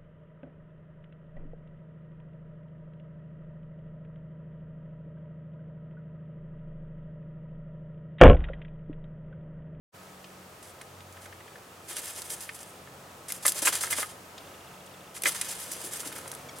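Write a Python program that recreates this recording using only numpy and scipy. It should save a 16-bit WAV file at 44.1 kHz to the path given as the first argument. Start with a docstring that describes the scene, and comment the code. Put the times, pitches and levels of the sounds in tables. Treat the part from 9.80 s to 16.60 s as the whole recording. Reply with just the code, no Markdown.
"""Dry hay crackles under a young rabbit that hops about a small wooden hutch in three bouts.
Each push of a paw breaks a swarm of fibres, whose impulses merge into noise; single stalks snap.
Its feet excite the resonances of a tray and the floor boards, claws and stems tick on wood,
and one tiny squeak sounds near the end. Behind are an even wash of outdoor air, the harmonic
drone of a far engine and the faint ticking of a small motor."""
import sys
import numpy as np
from scipy import signal
from scipy.fft import rfft, irfft, next_fast_len
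from scipy.io import wavfile
from scipy.ndimage import uniform_filter1d

SR = 44100
rng = np.random.default_rng(int(sys.argv[2]) if len(sys.argv) > 2 else 0)


def generate_wav(signal):
    """Clip the signal to [-1, 1] and save it as 16-bit WAV at the path in sys.argv[1]."""
    frames = np.transpose(np.atleast_2d(signal))
    scaled = np.clip(frames, -1, 1) * 32767
    pcm = np.round(scaled).astype(np.int16)
    wavfile.write(sys.argv[1], SR, pcm)


N = 299880
TIME = np.arange(N) / SR

# Paw pushes through the hay. Each row: start in seconds, length in seconds, crackle level in dB.
PAW_PUSHES = [(0.818, 0.089, -56), (1.41, 0.038, -53.5), (2.08, 0.034, -42.5), (2.156, 0.039, -42),
              (2.216, 0.092, -46.5), (2.361, 0.036, -45), (2.441, .021, -49), (2.493, .05, -40),
              (2.604, 0.037, -43.5), (2.744, 0.019, -49.5), (2.802, 0.013, -51), (3.484, 0.022, -38),
              (3.529, 0.035, -46), (3.624, .014, -42), (3.648, 0.045, -27.5), (3.743, 0.048, -37.5),
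              (3.818, 0.015, -30.5), (3.847, 0.039, -24), (3.923, 0.017, -31), (3.948, 0.024, -36.5),
              (4.004, .043, -34.5), (4.101, .03, -32), (4.16, 0.063, -36.5), (4.288, 0.023, -51),
              (5.341, 0.038, -44.5), (5.445, .049, -30.5), (5.545, .02, -41), (5.676, 0.049, -40.5),
              (5.79, 0.043, -46), (5.911, 0.025, -39.5), (5.999, .02, -46), (6.035, .028, -43.5),
              (6.115, 0.054, -38.5), (6.192, .01, -41), (6.247, 0.031, -42), (6.35, 0.035, -47.5),
              (6.755, .04, -53)]
# The body stirring the hay. Each row: start, busiest moment and end in seconds, level in dB.
STIRRING_BOUTS = [(2.05, 2.13, 2.88, -47), (3.5, 3.88, 4.23, -41.5), (5.413, 5.52, 6.58, -41.5)]
# Weight of the paws on the mat of hay. Each row: time in seconds, crush relative to crackle in dB.
PAW_WEIGHT = [(2.15, -5), (2.55, -12.5), (3.7, -12), (4.2, -5.5), (5.45, -5), (5.95, -17), (6.3, -7.5)]
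# The loudest stalks breaking. Each row: time in seconds, level in dB, treble edge in dB.
STALK_SNAPS = [(.828, -46, -13), (1.015, -43.5, -10), (1.325, -49.5, -10), (1.459, -47, -3),
               (2.167, -30, -8), (2.27, -41, -7), (2.3615, -36, -1), (2.419, -33.5, -10), (2.5036, -32, -5),
               (2.606, -36.5, -9), (2.83, -40.5, 0), (3.484, -36.5, -6), (3.522, -21.5, 3.5),
               (3.6654, -14, 19), (3.68, -17.5, 1), (3.7202, -22.5, 1.5), (3.79, -27.5, -7),
               (3.851, -27, -6), (3.928, -30, -9), (4.009, -30, -9), (5.063, -49, -12), (5.421, -28, 3),
               (5.4358, -22.5, 0), (5.468, -24, -7), (5.613, -23.5, -15), (5.917, -33, -6), (6.135, -31, 3),
               (6.204, -32, -7), (6.274, -30.5, -7), (6.326, -37, 11), (6.362, -39, -2), (6.478, -36, -6),
               (6.516, -31, 2), (6.539, -40, 6), (6.55, -35, 7), (6.786, -38, 17)]
# Spectra of top fibres, crushed mat and snapping stalks. 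Each row: frequency in Hz, relative gain in dB.
FIBRE_SPECTRUM = [(300, -63), (1500, -27), (3000, -24), (4500, -6), (6500, -2.5), (8500, 1.5), (10200, 2),
                  (12000, -4), (14000, -5.5), (16000, -17)]
MAT_SPECTRUM = [(100, -51), (280, -9), (520, 2), (850, -4), (1250, -1.5), (2200, -1), (3500, -1.5),
                (5500, -8), (9000, -12), (16000, -61)]
STALK_SPECTRUM = [(300, -22), (1500, -3.5), (3000, -2), (5000, 1), (8000, 6), (10500, 7.5), (13000, -11.5),
                  (16000, -16)]
# Feet striking the tray. Each row: time in seconds, level in dB, pitch of the struck spot in Hz.
TRAY_KNOCKS = [(3.503, -37.5, 2200), (3.653, -24.5, 1240), (3.656, -26, 2000), (3.872, -21, 2490),
               (3.873, -23.5, 1190), (3.878, -21, 1440), (3.927, -35, 1420), (4.037, -28.5, 1360),
               (4.074, -36, 1380), (4.128, -25, 1850), (4.185, -30, 990), (4.229, -29, 1350),
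               (5.366, -42, 2200), (5.4382, -32, 2400), (5.457, -19, 2060), (5.458, -27.5, 2970),
               (5.472, -37, 2030), (5.549, -37.5, 1290), (5.615, -34.5, 2150)]
# Normal modes of the tray. Each row: frequency in Hz, bandwidth in Hz, relative gain in dB.
TRAY_MODES = [(559, 38, 10.5), (1240, 42, -2), (1617, 50, -3), (2060, 83, -4.5), (2334, 61, -8),
              (2800, 56, -23), (2820, 50, -22), (3400, 110, -5), (3520, 55, -9), (4100, 41, -26)]
# Soft landings on the boards. Each row: time in seconds, level in dB, pitch in Hz.
LANDINGS = [(2.369, -42.5, 560), (2.511, -42.5, 507), (3.753, -40.5, 540), (3.8235, -30.5, 537),
            (4.1856, -34, 590), (5.439, -38, 540), (5.868, -44.5, 530), (5.96, -45, 510),
            (6.042, -44.5, 430), (6.26, -43, 297), (6.36, -45, 510)]
# Claws and stems tapping wood. Each row: time in seconds, level in dB, pitch in Hz.
WOOD_TICKS = [(.443, -46, 2680), (1.013, -43.5, 1980), (1.206, -49.5, 2980), (2.692, -33, 1800),
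              (3.073, -48.5, 1500), (4.5798, -42, 3400), (6.327, -44.5, 2920), (6.3606, -42, 1700)]
# Uneven runs of small ticks. Each row: start and end in seconds, mean level in dB, mean pitch in Hz.
WOOD_TICK_RUNS = [(1.375, 1.76, -46.5, 1830), (6.239, 6.58, -43.5, 1210)]
# Spectrum of the outdoor air. Each row: frequency in Hz, relative gain in dB.
AIR_SPECTRUM = [(15, -67), (25, -23), (59, -13), (80, -6), (157, -5), (185, -6.5), (249, -7.5), (531, -3.5),
                (754, -6), (1650, -12.5), (1940, -14), (3430, -18), (3920, -20), (8140, -20.5),
                (16000, -26.5)]
# Slow course of the outdoor air. Each row: time in seconds, level in dB.
AIR_ENVELOPE = [(0, -51), (1, -51), (2, -50.5), (3.3, -50), (4.4, -48.5), (5.3, -50), (6.2, -47.5),
                (6.8, -47)]
# Swells of the engine's overtones. Each row: start and end in seconds, harmonic number, level in dB.
ENGINE_SWELLS = [(.2, .65, 4, -58), (1.12, 1.578, 2, -56.5), (2.9, 3.3, 4, -64), (3.05, 3.6, 3, -63),
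                 (3.55, 3.9, 4, -61.5), (3.97, 4.25, 2, -60), (4.9, 5.95, 4, -62.5), (6.47, 6.8, 3, -60.5)]
# Stereo width across the spectrum. Each row: frequency in Hz, gain of the side signal in dB.
SIDE_SPECTRUM = [(60, -35), (125, -45), (250, -16.5), (500, -11.5), (1000, -3), (2000, -3.5), (4000, -4),
                 (8000, -8), (12000, -20.5), (16000, -40)]


def hay(rise_share=.26, settle_s=.0094):
    """Crackling noise: countless fractures superpose, and pressure sets their amplitude."""
    body = undb(stirring(TIME) + .84 * walk(rate=24))
    paws = np.zeros(N)
    t = TIME[:SR // 2]
    for start, length, db in PAW_PUSHES:
        build = np.minimum(t / (rise_share * length), 1)
        settle = np.exp(-np.maximum(t - length, 0) / settle_s)
        add(paws, start, build * settle * undb(db))
    crackle = body + paws
    crush = body * undb(-3) + paws * undb(np.interp(TIME, *np.transpose(PAW_WEIGHT)))
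    stick_slip = undb(1.5 * walk(rate=250))  # stalks catch and let go
    fibres = fractures(rate=6300, spread_db=0)
    cracks = fractures(rate=350, spread_db=3.5)
    # stalks of different thickness take turns to resonate
    stalks = sum(ring(fractures(rate=1500, spread_db=3), hz, hz / 12) * undb(1.65 * walk(rate=35))
                 for hz in np.geomspace(5200, 11500, num=8))
    top = tint(fibres + undb(-5) * cracks + undb(-6) * unit(stalks), FIBRE_SPECTRUM)
    top = shifting_straw(top, rate=35, depth_db=2)
    mat = tint(fractures(rate=5000, spread_db=0), MAT_SPECTRUM)
    return stick_slip * (crackle * top + crush * mat)


def fractures(rate, spread_db):
    """A Poisson process: fibres break independently, on average `rate` times a second."""
    sizes = undb(spread_db * np.minimum(rng.exponential(size=N), 5))
    breaking = rng.random(N) < rate / SR
    return unit(breaking * sizes * rng.choice([-1, 1], N))


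def stirring(t, rise_db=16.5, fade_db_per_s=13, release_db_per_s=132):
    """Exponential growth and decay: the level in dB of the hay under the body, bout by bout."""
    levels = []
    for start, busiest, end, db in STIRRING_BOUTS:
        rise_left = np.maximum(busiest - t, 0) / max(busiest - start, .01)
        fading_s = np.maximum(t - busiest, 0)
        outside_s = np.maximum(t - end, 0) + np.maximum(start - t, 0)
        levels.append(db - rise_db * rise_left - fade_db_per_s * fading_s - release_db_per_s * outside_s)
    return np.max(levels, axis=0)


def shifting_straw(x, rate, depth_db):
    """Amplitude modulation: three bands swell independently as the paw meets different straw."""
    low = signal.sosfiltfilt(signal.butter(2, 7000, fs=SR, output="sos"), x)
    high = signal.sosfiltfilt(signal.butter(2, 11500, "high", fs=SR, output="sos"), x)
    return unit(sum(band * undb(depth_db * walk(rate)) for band in (low, x - low - high, high)))


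def snaps(rows):
    """Brittle fracture: a stalk gives an impulse, then splinters, more briefly the keener its edge."""
    out = np.zeros(N)
    for s, db, edge_db in rows:
        crack = burst(t60=.021 * 2 ** (-edge_db / 21))
        crack[0] += 4
        edge = ring(ring(crack, 13300, 5000), 13300, 5000)
        add(out, s, peak(crack + undb(edge_db + 4.5) * edge, db))
    return tint(out, STALK_SPECTRUM)


def small_snaps(count=160, per_s=12):
    """Poisson arrivals: thin stalks give way, as loudly as the hay is stirred. Rows like STALK_SNAPS."""
    times = np.cumsum(rng.exponential(size=count)) / per_s
    size, edge = rng.standard_normal((count, 2)).T
    level_db = stirring(times) + 5.5 + 1.8 * size
    edge_db = -8 + 5 * edge
    return [row for row in zip(times, level_db, edge_db) if row[0] < TIME[-1]]


def knocks():
    """Modal vibration: a foot strikes and rattles one spot of the tray, whose modes ring on."""
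    out = np.zeros(N)
    for s, db, hz in TRAY_KNOCKS:
        contact = undb(-24.5) * burst(t60=.076)
        contact[0] += 1
        width_hz = 530 * 2 ** ((-20.5 - db) / 14)  # a softer knock is less pitched
        blow = ring(ring(contact, hz, width_hz), hz, hz * 1.9)
        modes = sum(undb(gain_db) * ring(blow, f, width) for f, width, gain_db in TRAY_MODES)
        add(out, s, peak(blow + undb(8) * modes, db))
    return out


def thuds(hard_knock_db=-29, board_hz=535):
    """Forced vibration: soft pads and hard knocks drive a dull board resonance over a lower body."""
    out = np.zeros(N)
    under_knocks = [(s, -42 + .4 * (db - hard_knock_db), board_hz)
                    for s, db, _ in TRAY_KNOCKS if db > hard_knock_db]
    for s, db, hz in LANDINGS + under_knocks:
        pad = burst(t60=.075 * 2 ** ((-35 - db) / 4.5))  # a softer landing lasts longer
        board = ring(ring(pad, hz, hz * .22), hz, hz * 2.5)
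        body = ring(ring(pad, 420, 220), 350, 400)
        add(out, s, peak(board + undb(-13.5) * body, db))
    return out


def ticks(rows):
    """Impulse response: a hard tap with a little chatter excites a damped resonance of the wood."""
    out = np.zeros(N)
    for s, db, hz in rows:
        tap = undb(-15) * burst(t60=.041)
        tap[0] += 1
        wood = ring(ring(tap, hz, hz * .44), hz, hz * 4.1)
        add(out, s, peak(wood + undb(-31) * tap, db))
    return out


def tick_runs(gap_s=.075, jitter_s=.005, spread_db=1.5, spread_octaves=.072):
    """Jitter: successive ticks scatter in time, level and pitch. Rows like WOOD_TICKS."""
    rows = []
    for start, end, db, hz in WOOD_TICK_RUNS:
        for s, (late, size, spot) in zip(np.arange(start, end, gap_s), rng.standard_normal((20, 3))):
            rows.append((s + jitter_s * late, db + spread_db * size, hz * 2 ** (spread_octaves * spot)))
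    return rows


def squeak(start_s, length_s, hz, fall_share, partials_db):
    """A harmonic glide: the partials of a tiny squeak slide down together."""
    progress = np.linspace(0, 1, int(length_s * SR))
    phase = 2 * np.pi * np.cumsum(hz * (1 - fall_share * progress)) / SR
    tone = sum(undb(db) * np.sin(k * phase) for k, db in enumerate(partials_db, start=1))
    out = np.zeros(N)
    add(out, start_s, np.sin(np.pi * progress) ** 2 * tone)
    return out


def hutch(x, t60):
    """Reverberation: close walls return dense reflections, an impulse response of unit energy."""
    tail = np.concatenate([np.zeros(24), burst(t60)])
    return signal.fftconvolve(x, tail / np.sqrt(np.sum(tail ** 2)))[:N]


def outdoors(firing_hz=46.47):
    """Continuous and line spectra: a wash of air lies over harmonics of a far engine's firing rate."""
    air = unit(tint(rng.standard_normal(N), AIR_SPECTRUM))
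    air *= undb(np.interp(TIME, *np.transpose(AIR_ENVELOPE)) + .5 * walk(rate=8.1))
    air += undb(1) * ring(air, 1273, 38)  # faint resonance of the enclosure
    phase = 2 * np.pi * np.cumsum(firing_hz * (1 + .0084 * walk(rate=4))) / SR
    return air + sum(engine_overtone(harmonic, phase) for harmonic in (2, 3, 4))


def engine_overtone(harmonic, phase, hum_db=-68, ramp_s=.075):
    """Addition of powers: a wavering hum and its occasional swells make one line of the drone."""
    level = unit(undb(3 * walk(rate=4.5))) * undb(hum_db)
    for start, end, swelling_harmonic, db in ENGINE_SWELLS:
        if swelling_harmonic == harmonic:
            swell = np.interp(TIME, [start - ramp_s, start, end, end + ramp_s], [0, 1, 1, 0])
            level = np.hypot(level, undb(db) * swell)
    return level * unit(np.sin(harmonic * phase))


def motor(start_s=4.607, steps=22, steps_per_s=30):
    """Periodic excitation: a whining motor rings one mode each step, a higher one every second step."""
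    out = np.zeros(N)
    for k in range(steps):
        s = start_s + k / steps_per_s
        add(out, s + .003, peak(ring(ring(burst(t60=.03), 2780, 220), 2780, 500), db=-56.5))
        if k % 2 == 0:
            add(out, s - .001, peak(ring(ring(burst(t60=.018), 3480, 350), 3480, 600), db=-54.5))
    running = np.interp(TIME, [4.55, 4.65, 5.1, 5.35], [0, 1, 1, 0])
    whine = unit(ring(ring(rng.standard_normal(N), 13170, 70), 13170, 70))
    return out + undb(-74) * running * whine


def ring(x, hz, width_hz):
    """A second-order resonator with gain 1 at its centre."""
    quality = hz / min(width_hz, SR / 4)
    return signal.lfilter(*signal.iirpeak(min(hz, SR / 2 - 2000), quality, fs=SR), x)


def burst(t60, size=16384):
    """Exponential decay: noise that falls by 60 dB in t60 seconds."""
    return rng.standard_normal(size) * undb(-60 * np.arange(size) / SR / max(t60, .002))


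def walk(rate):
    """Slow noise: a wander through `rate` Gaussian values a second, with a spread near 1."""
    knots = rng.standard_normal(4096)
    return np.interp(TIME * rate, np.arange(len(knots)), knots)


def tint(x, points, keep_power=True):
    """A minimum-phase filter through (Hz, dB) points, by default keeping the power of white noise."""
    size = next_fast_len(N + 4096)
    hz, db = np.transpose(points)
    bin_hz = np.arange(size // 2 + 1) * SR / size
    gain = undb(np.interp(np.log(bin_hz + 1), np.log(hz), db))
    cepstrum = irfft(np.log(unit(gain) if keep_power else gain), size)
    cepstrum[1:size // 2] *= 2  # folding onto positive time makes the filter causal
    cepstrum[size // 2 + 1:] = 0
    return irfft(rfft(x, size) * np.exp(rfft(cepstrum)), size)[:N]


def peak(x, db, size=132):
    """Short-time rms: set the level of the loudest three milliseconds."""
    return x * undb(db) / np.sqrt(uniform_filter1d(x ** 2, size, mode="constant").max())


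def undb(db):
    """The decibel law: level to amplitude ratio."""
    return 10 ** (np.asarray(db) / 20)


def unit(x):
    """Normalisation to rms 1."""
    return x / np.sqrt(np.mean(x ** 2))


def add(track, s, sound):
    """Superposition: mix a short sound into a track at s seconds."""
    i = max(int(s * SR), 0)
    track[i:i + len(sound)] += sound[:max(N - i, 0)]


def scene():
    """Decorrelation gives width: direct sound is central, scattered sound later and unlike each side."""
    breaks = STALK_SNAPS + small_snaps()
    taps = WOOD_TICKS + tick_runs()
    direct = hay() + snaps(breaks) + knocks() + thuds() + ticks(taps)
    mid = direct + undb(-8.5) * hutch(direct, t60=.038) + outdoors() + motor()
    mid += squeak(start_s=6.683, length_s=.022, hz=1240, fall_share=.184,
                  partials_db=[-59, -44.5, -45.5, -52, -47.5, -50])
    scattered = hay() + snaps(breaks) + thuds() + undb(-5) * hutch(knocks() + ticks(taps), t60=.0093)
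    delayed = np.roll(scattered, int(SR / 1500))
    side = tint(undb(-2.5) * delayed + outdoors(), SIDE_SPECTRUM, keep_power=False)
    return np.array([mid + side, mid - side])


def record(dry):
    """Band limiting: the sound fades in after a moment and is cut steeply above 16 kHz."""
    fade_in = np.clip((TIME - .118) / .029, 0, 1) ** 2
    return signal.sosfilt(signal.ellip(10, .2, 75, 16000, fs=SR, output="sos"), dry * fade_in)


dry = scene()
out = record(dry)
generate_wav(out)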